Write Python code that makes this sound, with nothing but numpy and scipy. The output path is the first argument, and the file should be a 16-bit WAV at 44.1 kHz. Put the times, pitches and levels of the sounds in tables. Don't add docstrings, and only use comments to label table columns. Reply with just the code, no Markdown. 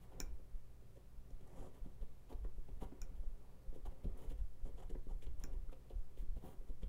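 import sys
import numpy as np
from scipy import signal
from scipy.fft import rfft, irfft
from scipy.io import wavfile
from scipy.ndimage import uniform_filter1d

SR = 44100
rng = np.random.default_rng(int(sys.argv[2]) if len(sys.argv) > 2 else 0)


def waveform_to_disk(signal):
    frames = np.transpose(np.atleast_2d(signal))
    scaled = np.clip(frames, -1, 1) * 32767
    samples = np.round(scaled).astype(np.int16)
    wavfile.write(sys.argv[1], SR, samples)


N = 303764

# (time [s],
# nominal length [ms], lower shell modes [dB], upper shell modes [dB], blade hiss [dB])
STROKE_LEVELS = [(0, 46, -97, -76.5, -80), (0.117, 26, -85, -67, -80.5), (0.953, 34, -64, -86, -88),
                 (1.3, 16, -63, -87, -88), (1.405, 13, -55, -76, -82), (1.46, 178, -70, -70.5, -84.5),
                 (1.559, 132, -60, -68.5, -79), (1.74, 55, -72, -73, -80.5), (1.843, 30, -63, -68.5, -85),
                 (2.008, 32, -64, -75.5, -83), (2.292, 48, -55.5, -63, -76), (2.438, 17, -61.5, -65.5, -86),
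                 (2.679, 20, -63.5, -71.5, -86), (2.807, 43, -57.5, -57, -71), (2.914, 16, -57.5, -71, -94),
                 (3.151, 26, -81, -83, -80.5), (3.228, 16, -65, -80, -94), (3.34, 220, -85, -78, -93),
                 (3.739, 31, -65, -78, -78), (3.85, 25, -66, -65, -78), (3.908, 21, -61, -77, -84),
                 (4.036, 27.6, -50, -74, -79), (4.17, 115, -62, -76, -77.5), (4.293, 39, -59, -72.5, -75),
                 (4.376, 31, -68, -74, -81.5), (4.644, 58, -60.5, -71, -80.5), (4.773, 42, -62, -67, -78),
                 (4.821, 19, -76, -62.5, -78), (4.896, 16.4, -52.5, -71, -76),
                 (4.944, 9.7, -62, -59.5, -89), (5.086, 38, -60.5, -68, -83), (5.216, 38, -70, -74, -74.5),
                 (5.262, 6.7, -68, -62.5, -80), (5.394, 52, -71, -73, -81),
                 (5.521, 26, -58.5, -75.5, -78.5), (5.717, 20, -55, -68.5, -80),
                 (5.895, 27.6, -59, -68.5, -77.5), (6.169, 64, -73, -82, -79), (6.361, 32, -58.5, -72, -82),
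                 (6.425, 123, -59.5, -65, -75.5), (6.671, 39, -60.5, -78.5, -83),
                 (6.82, 23, -53.5, -66.5, -75.5)]
# (time [s], level [dB])
HAND_LEVELS = [(0.0, -73), (0.19, -61.5), (0.38, -76), (1.2, -79), (1.549, -64.5), (1.9, -73), (2.6, -79),
               (3.0, -67), (3.25, -75), (3.45, -72.5), (3.9, -72), (4.24, -61.5), (4.4, -84), (4.8, -68),
               (5.001, -100), (5.5, -61.5), (5.6, -75), (6.89, -79)]
# (time [s], blow level [dB], favoured mode frequency [Hz])
SHELL_KNOCKS = [(0.198, -47.5, 294), (0.393, -59.5, 382), (0.819, -63, 398), (1.412, -63, 170),
                (1.857, -45, 170), (2.02, -60, 183), (2.321, -47, 464), (2.445, -47.5, 268),
                (2.578, -56.5, 301), (2.687, -54, 186), (2.82, -42, 216), (2.919, -47.5, 215),
                (3.11, -54, 167), (3.23, -61.5, 375), (3.723, -55, 380), (3.757, -49.5, 384),
                (3.856, -54.5, 400), (4.051, -36, 135), (4.66, -52, 171), (4.783, -55.5, 387),
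                (4.907, -49.5, 447), (4.951, -47, 302), (5.064, -49.5, 224), (5.223, -56, 370),
                (5.266, -54.5, 370), (5.438, -48, 218), (5.688, -56.5, 214), (5.903, -49.5, 486),
                (6.171, -56, 420), (6.221, -51, 169), (6.366, -62, 443), (6.435, -49.5, 243),
                (6.608, -59.5, 435), (6.691, -63, 173), (6.828, -47, 172)]
# (time [s], level before decay [dB], pitch [Hz])
CATCHES = [(1.407, -79, 3080), (1.474, -71, 8500), (2.02, -75, 3200), (2.327, -66, 3320),
           (2.446, -62.5, 1490), (2.688, -73.5, 2770), (2.815, -72, 3020), (2.832, -68, 3560),
           (2.844, -70, 1780), (2.921, -74, 1880), (3.855, -67, 3020), (4.044, -67.5, 2970),
           (4.174, -68, 10500), (4.3, -70, 2980), (4.661, -74, 1500), (4.895, -70, 2960),
           (4.951, -64, 1600), (5.222, -63.5, 2580), (5.266, -64.5, 2950), (5.399, -65.5, 9300),
           (5.694, -66, 1200), (5.729, -64, 2660), (5.899, -69.5, 3020), (6.172, -69, 2900),
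           (6.613, -79, 1500), (6.832, -62.5, 2950)]
# (time [s], strike level [dB], low modes' strike against it [dB])
TOOL_SNAPS = [(0.2019, -33.5, -17), (1.306, -68, -22), (3.017, -44.5, -18), (5.438, -43.5, -15.5)]
# (time of peak [s], depth [dB])
TABLE_JOLTS = [(0.165, -41.5), (0.234, -33.5), (0.327, -35), (0.552, -32.5), (1.184, -42.5), (1.34, -36),
               (1.6, -38), (1.826, -35), (1.875, -40.5), (2.024, -32.5), (2.402, -40.5), (2.46, -31.5),
               (2.589, -33), (3.026, -38), (3.204, -32), (3.273, -30.5), (3.332, -36), (3.69, -32),
               (3.842, -36.5), (4.074, -33), (4.104, -34.5), (4.288, -31.5), (4.395, -36), (4.639, -30.5),
               (4.855, -34), (4.935, -33), (4.987, -33.5), (5.085, -34), (5.124, -31.5), (5.16, -32.5),
               (5.267, -33.5), (5.303, -37), (5.431, -40.5), (5.53, -32.5), (5.568, -34.5), (5.685, -35),
               (5.989, -30.5), (6.202, -32.5), (6.227, -33.5), (6.303, -32.5), (6.596, -35), (6.704, -32.5),
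               (6.882, -32.5)]
# (start time [s], end time [s], middle depth [dB])
SAWING_BOUTS = [(0.253, .36, -40), (2.349, 2.44, -36), (2.709, 2.89, -40), (2.978, 3.19, -40.5),
                (3.857, 3.9, -35), (4.036, 4.16, -37), (4.313, 4.37, -37), (4.405, 4.46, -35.5),
                (4.672, 4.97, -44), (5.226, 5.65, -38), (5.893, 5.98, -37.5), (6.238, 6.38, -36),
                (6.824, 6.87, -33.5)]
# (frequency [Hz], gain [dB], t60 [s])
SHELL_MODES = [(97.3, -3, 0.16), (184.4, 0.5, 0.052), (288, -4, 0.097), (372.6, -2, 0.078), (442, 0, 0.055),
               (542.6, -0.5, 0.051), (753, -5.5, 0.029), (902.5, -12, 0.055), (958.5, -15, 0.083),
               (1160, -14.5, 0.034), (1423, -17.5, 0.017), (1700, -31.5, 0.037)]
# (frequency [Hz], width [Hz], gain [dB])
RASP_PEAKS = [(1930, 860, -4), (2400, 2800, -12.5), (3050, 1020, -3)]
# (frequency [Hz], width [Hz], gain [dB])
BLADE_PEAKS = [(6170, 550, -4.5), (7430, 3000, 1), (9320, 3300, 0.1), (10880, 1500, 1), (13900, 3900, 3.5)]
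# (time [s], frequency [Hz])
BLADE_FOCUS_PATH = [(0, 10500), (1.45, 8500), (1.68, 8350), (1.8, 10400), (2.83, 9500), (4.2, 10000),
                    (5.0, 7550), (5.4, 9500), (6.5, 10640), (6.85, 7500)]
# (frequency [Hz], gain [dB], t60 [s])
TOOL_MODES = [(5200, -7, .007), (5600, 0, .008), (6100, -4, .007), (6960, -5, .017), (8200, -18, .005),
              (10800, -17, .01), (12200, -20, .006), (14700, -13, .008), (15200, -12, .012),
              (3900, -16, .006)]
# (frequency [Hz], gain [dB], t60 [s])
HANDLE_MODES = [(1516, 3, 0.014), (1475, -9, 0.03), (1656, -2.5, 0.0057), (2340, -5.5, .045),
                (2464, -5.5, 0.022), (3020, -15.5, 0.0087), (1037, -14.5, 0.03)]
# (frequency [Hz], rms frequency wander [Hz], middle rms level [dB])
HUM_TONES = [(51.7, 2, -63), (119, 3, -70.5), (184.4, 7.5, -79), (398, 8.1, -86.5)]
# (frequency [Hz], density [dB per Hz])
AIR_SPECTRUM = [(8.8, -26), (15, 0), (31, -10), (66, -20.5), (91, -14), (129, -14), (237, -39.5),
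                (536, -38), (878, -44), (1240, -41.5), (1570, -45), (5810, -45), (10400, -44), (15600, -45)]

FIBRE_SPREAD_DB = 1.36
RASP_DB, RASP_DB_PER_S = 2.5, -36
HANDS_UPPER_DB = -10
SKIN_HZ, SKIN_WIDTH_HZ, SKIN_DB = 1695, 1500, -18.5
CONTACT_S = 0.0012
CRACK_DB = -13
SNAP_ECHO_S, SNAP_ECHO_DB = 0.0035, -27
SNAP_ROOM_DB = -2
JOLT_MS, BOUT_MS = 12.54, 9.05
BOUT_GAP_S, BOUT_SPREAD_DB = 0.035, 2.5
SWAY_HZ, SWAY_Q, SWAY_DB = 6.83, 2.58, -55.5
ROOM_T60_S, ROOM_TREBLE_T60_S, ROOM_DB = 0.26, 0.15, -8.5
AIR_TOP_DB = -79.5
TOP_HZ = 15750


def undb(db):
    return 10 ** (np.asarray(db) / 20)


def unit(x):
    return x / np.sqrt(np.mean(x ** 2))


def ring(x, modes):
    out = 0
    for k, (hz, db, t60) in enumerate(modes):
        radius = np.exp(-np.log(1000) / (t60 * SR))
        w = 2 * np.pi * hz / SR
        gain = (-1) ** k * undb(db) * np.sin(w)
        out = out + signal.lfilter([gain], [1, -2 * radius * np.cos(w), radius ** 2], x)
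    return out


def bands(x, peaks):
    return sum(undb(db) * signal.lfilter(*signal.iirpeak(hz, hz / width, fs=SR), x)
               for hz, width, db in peaks)


def bands_twice(x, peaks):
    return bands(bands(x, peaks), peaks)


def add(track, s, piece):
    i = max(int(s * SR), 0)
    track[i:i + len(piece)] += piece[:N - i]


def walk(rate):
    k = int(SR / rate)
    held = np.repeat(rng.standard_normal(N // k + 1), k)
    return 1.38 * uniform_filter1d(uniform_filter1d(held, k), k)[:N]


def fibres(rate):
    torn = rng.random(N) < rate / SR
    return torn * rng.standard_normal(N) * undb(FIBRE_SPREAD_DB * rng.exponential(size=N))


def strokes():
    low_force, upper_force, rasp_force, hiss_force = force = np.zeros((4, N))
    for s, ms, low_db, upper_db, hiss_db in STROKE_LEVELS:
        shape = signal.windows.tukey(int(1.444 * ms * SR / 1000), .8)
        rasp_db = hiss_db + RASP_DB + RASP_DB_PER_S * ms / 1000
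        for track, db in zip(force, (low_db, upper_db, rasp_db, hiss_db)):
            add(track, s - ms / 4000, undb(db) * shape)
    force *= undb(1.9 * walk(70))
    hand_db = np.interp(np.arange(N) / SR, *np.transpose(HAND_LEVELS))
    hands = undb(hand_db) * rng.standard_normal(N)
    tear = unit(fibres(1200))

    damped = [(hz, db, 0.6 * t60) for hz, db, t60 in SHELL_MODES]
    low_modes, upper_modes = damped[:6], damped[6:]
    low_drive = low_force * tear + hands
    upper_drive = upper_force * tear + undb(HANDS_UPPER_DB) * hands
    shell = ring(low_drive, low_modes) / np.std(ring(tear, low_modes))
    shell = shell + ring(upper_drive, upper_modes) / np.std(ring(tear, upper_modes))

    rasp = unit(bands_twice(fibres(3500), RASP_PEAKS))
    skin = [(SKIN_HZ, SKIN_WIDTH_HZ, 0)]
    rustle = undb(SKIN_DB) * bands_twice(hands, skin) / np.std(bands_twice(tear, skin))
    return shell + rustle + rasp_force * rasp + hiss_force * blade_hiss()


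def blade_hiss():
    fine = fibres(8000)
    focus = np.interp(np.arange(N) / SR, *np.transpose(BLADE_FOCUS_PATH))
    hiss = 0
    for peak in BLADE_PEAKS:
        octaves_off = np.log2(peak[0] / focus)
        hiss = hiss + undb(-35 * octaves_off ** 2) * bands_twice(fine, [peak])
    return unit(hiss)


def ticks():
    out, t = np.zeros(N), np.arange(500) / SR
    envelope = np.exp(-t / 0.0051) * np.clip(t / .0004, 0, 1)
    for (s, db, hz), grit in zip(CATCHES, rng.standard_normal((len(CATCHES), 500))):
        catch = [(hz, 0.6 * hz, 0)]
        add(out, s, undb(db) * unit(bands_twice(grit, catch)) * envelope)
    return out


def knocks():
    out = np.zeros(N)
    blow = np.hanning(int(SR * CONTACT_S) + 3)
    blow = np.pad(blow / blow.sum(), (0, 8000))
    for s, db, top_hz in SHELL_KNOCKS:
        spot = [(hz, mode_db - 7 * np.log2(hz / top_hz) ** 2, t60) for hz, mode_db, t60 in SHELL_MODES]
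        add(out, s, undb(db) * ring(blow, spot))
    return out


def snaps():
    strike, handle, crack = np.zeros((3, N))
    t = np.arange(600) / SR
    for (s, db, low_db), grit in zip(TOOL_SNAPS, rng.standard_normal((len(TOOL_SNAPS), 600))):
        add(strike, s, undb([db]))
        add(handle, s, undb([db + low_db]))
        add(handle, s, undb(db + low_db - 16) * grit * np.exp(-t / 0.01))
        add(crack, s, undb(db + CRACK_DB) * grit * np.exp(-t / 0.0021))
    snap = 1.15 * ring(strike, TOOL_MODES) + ring(handle, HANDLE_MODES) + crack
    return snap + undb(SNAP_ECHO_DB) * np.roll(snap, int(SNAP_ECHO_S * SR))


def table():
    sway = undb(SWAY_DB) * unit(bands(rng.standard_normal(N), [(SWAY_HZ, 3., 0)]))
    pushes = [(s, db, JOLT_MS) for s, db in TABLE_JOLTS]
    chances = rng.standard_normal((len(SAWING_BOUTS), 2, 30))
    for (start, end, db), (gap_chance, depth_chance) in zip(SAWING_BOUTS, chances):
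        gaps = BOUT_GAP_S * np.exp(.3 * gap_chance)
        times = start + np.cumsum(gaps) - BOUT_GAP_S / 2
        pushes += [(s, db + BOUT_SPREAD_DB * c, BOUT_MS) for s, c in zip(times, depth_chance) if s < end]
    push = np.zeros(N)
    for s, db, ms in pushes:
        t = np.arange(-1.5 * ms, 1.5 * ms, 1000 / SR)
        dent = np.exp(-4 * np.log(2) * (t / ms) ** 2)
        add(push, s - 1.5 * ms / 1000, -undb(db) * dent)
    w = 2 * np.pi * SWAY_HZ
    stand = signal.bilinear([1, 0, 0], [1, w / SWAY_Q, w ** 2], SR)
    return sway + signal.lfilter(*stand, push)


def room(x, near):
    t = np.arange(int(.4 * SR)) / SR
    noise = rng.standard_normal(len(t))
    low = signal.lfilter(*signal.butter(2, 3500, fs=SR), noise)
    tail = low * undb(-60 * t / ROOM_T60_S) + (noise - low) * undb(-60 * t / ROOM_TREBLE_T60_S)
    tail *= np.clip(t / 0.0069 - .4, 0, 1)
    tail /= np.sqrt(np.sum(tail ** 2))
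    sent = x + undb(SNAP_ROOM_DB) * near
    return x + near + undb(ROOM_DB) * signal.fftconvolve(sent, tail)[:N]


def background():
    hz, db = np.transpose(AIR_SPECTRUM)
    f = np.maximum(np.arange(N // 2 + 1) * SR / N, 1)
    white = np.sqrt(SR / 2) * rng.standard_normal(N)
    air_db = AIR_TOP_DB + np.interp(np.log(f), np.log(hz), db)
    air = irfft(rfft(white) * undb(air_db), N)
    t = np.arange(N) / SR
    hum = 0
    for hz, width, db in HUM_TONES:
        level = undb(db + walk(6.5))
        cycles = hz * t + np.cumsum(width * walk(9)) / SR
        hum = hum + level * np.sqrt(2) * np.sin(2 * np.pi * cycles)
    return air + hum


def scene():
    carving = strokes() + knocks() + ticks()
    return (room(carving, snaps()) + table() + background())[None]


def record(dry):
    return signal.sosfilt(signal.ellip(10, .2, 60, TOP_HZ, fs=SR, output="sos"), dry)


dry = scene()
out = record(dry)
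waveform_to_disk(out)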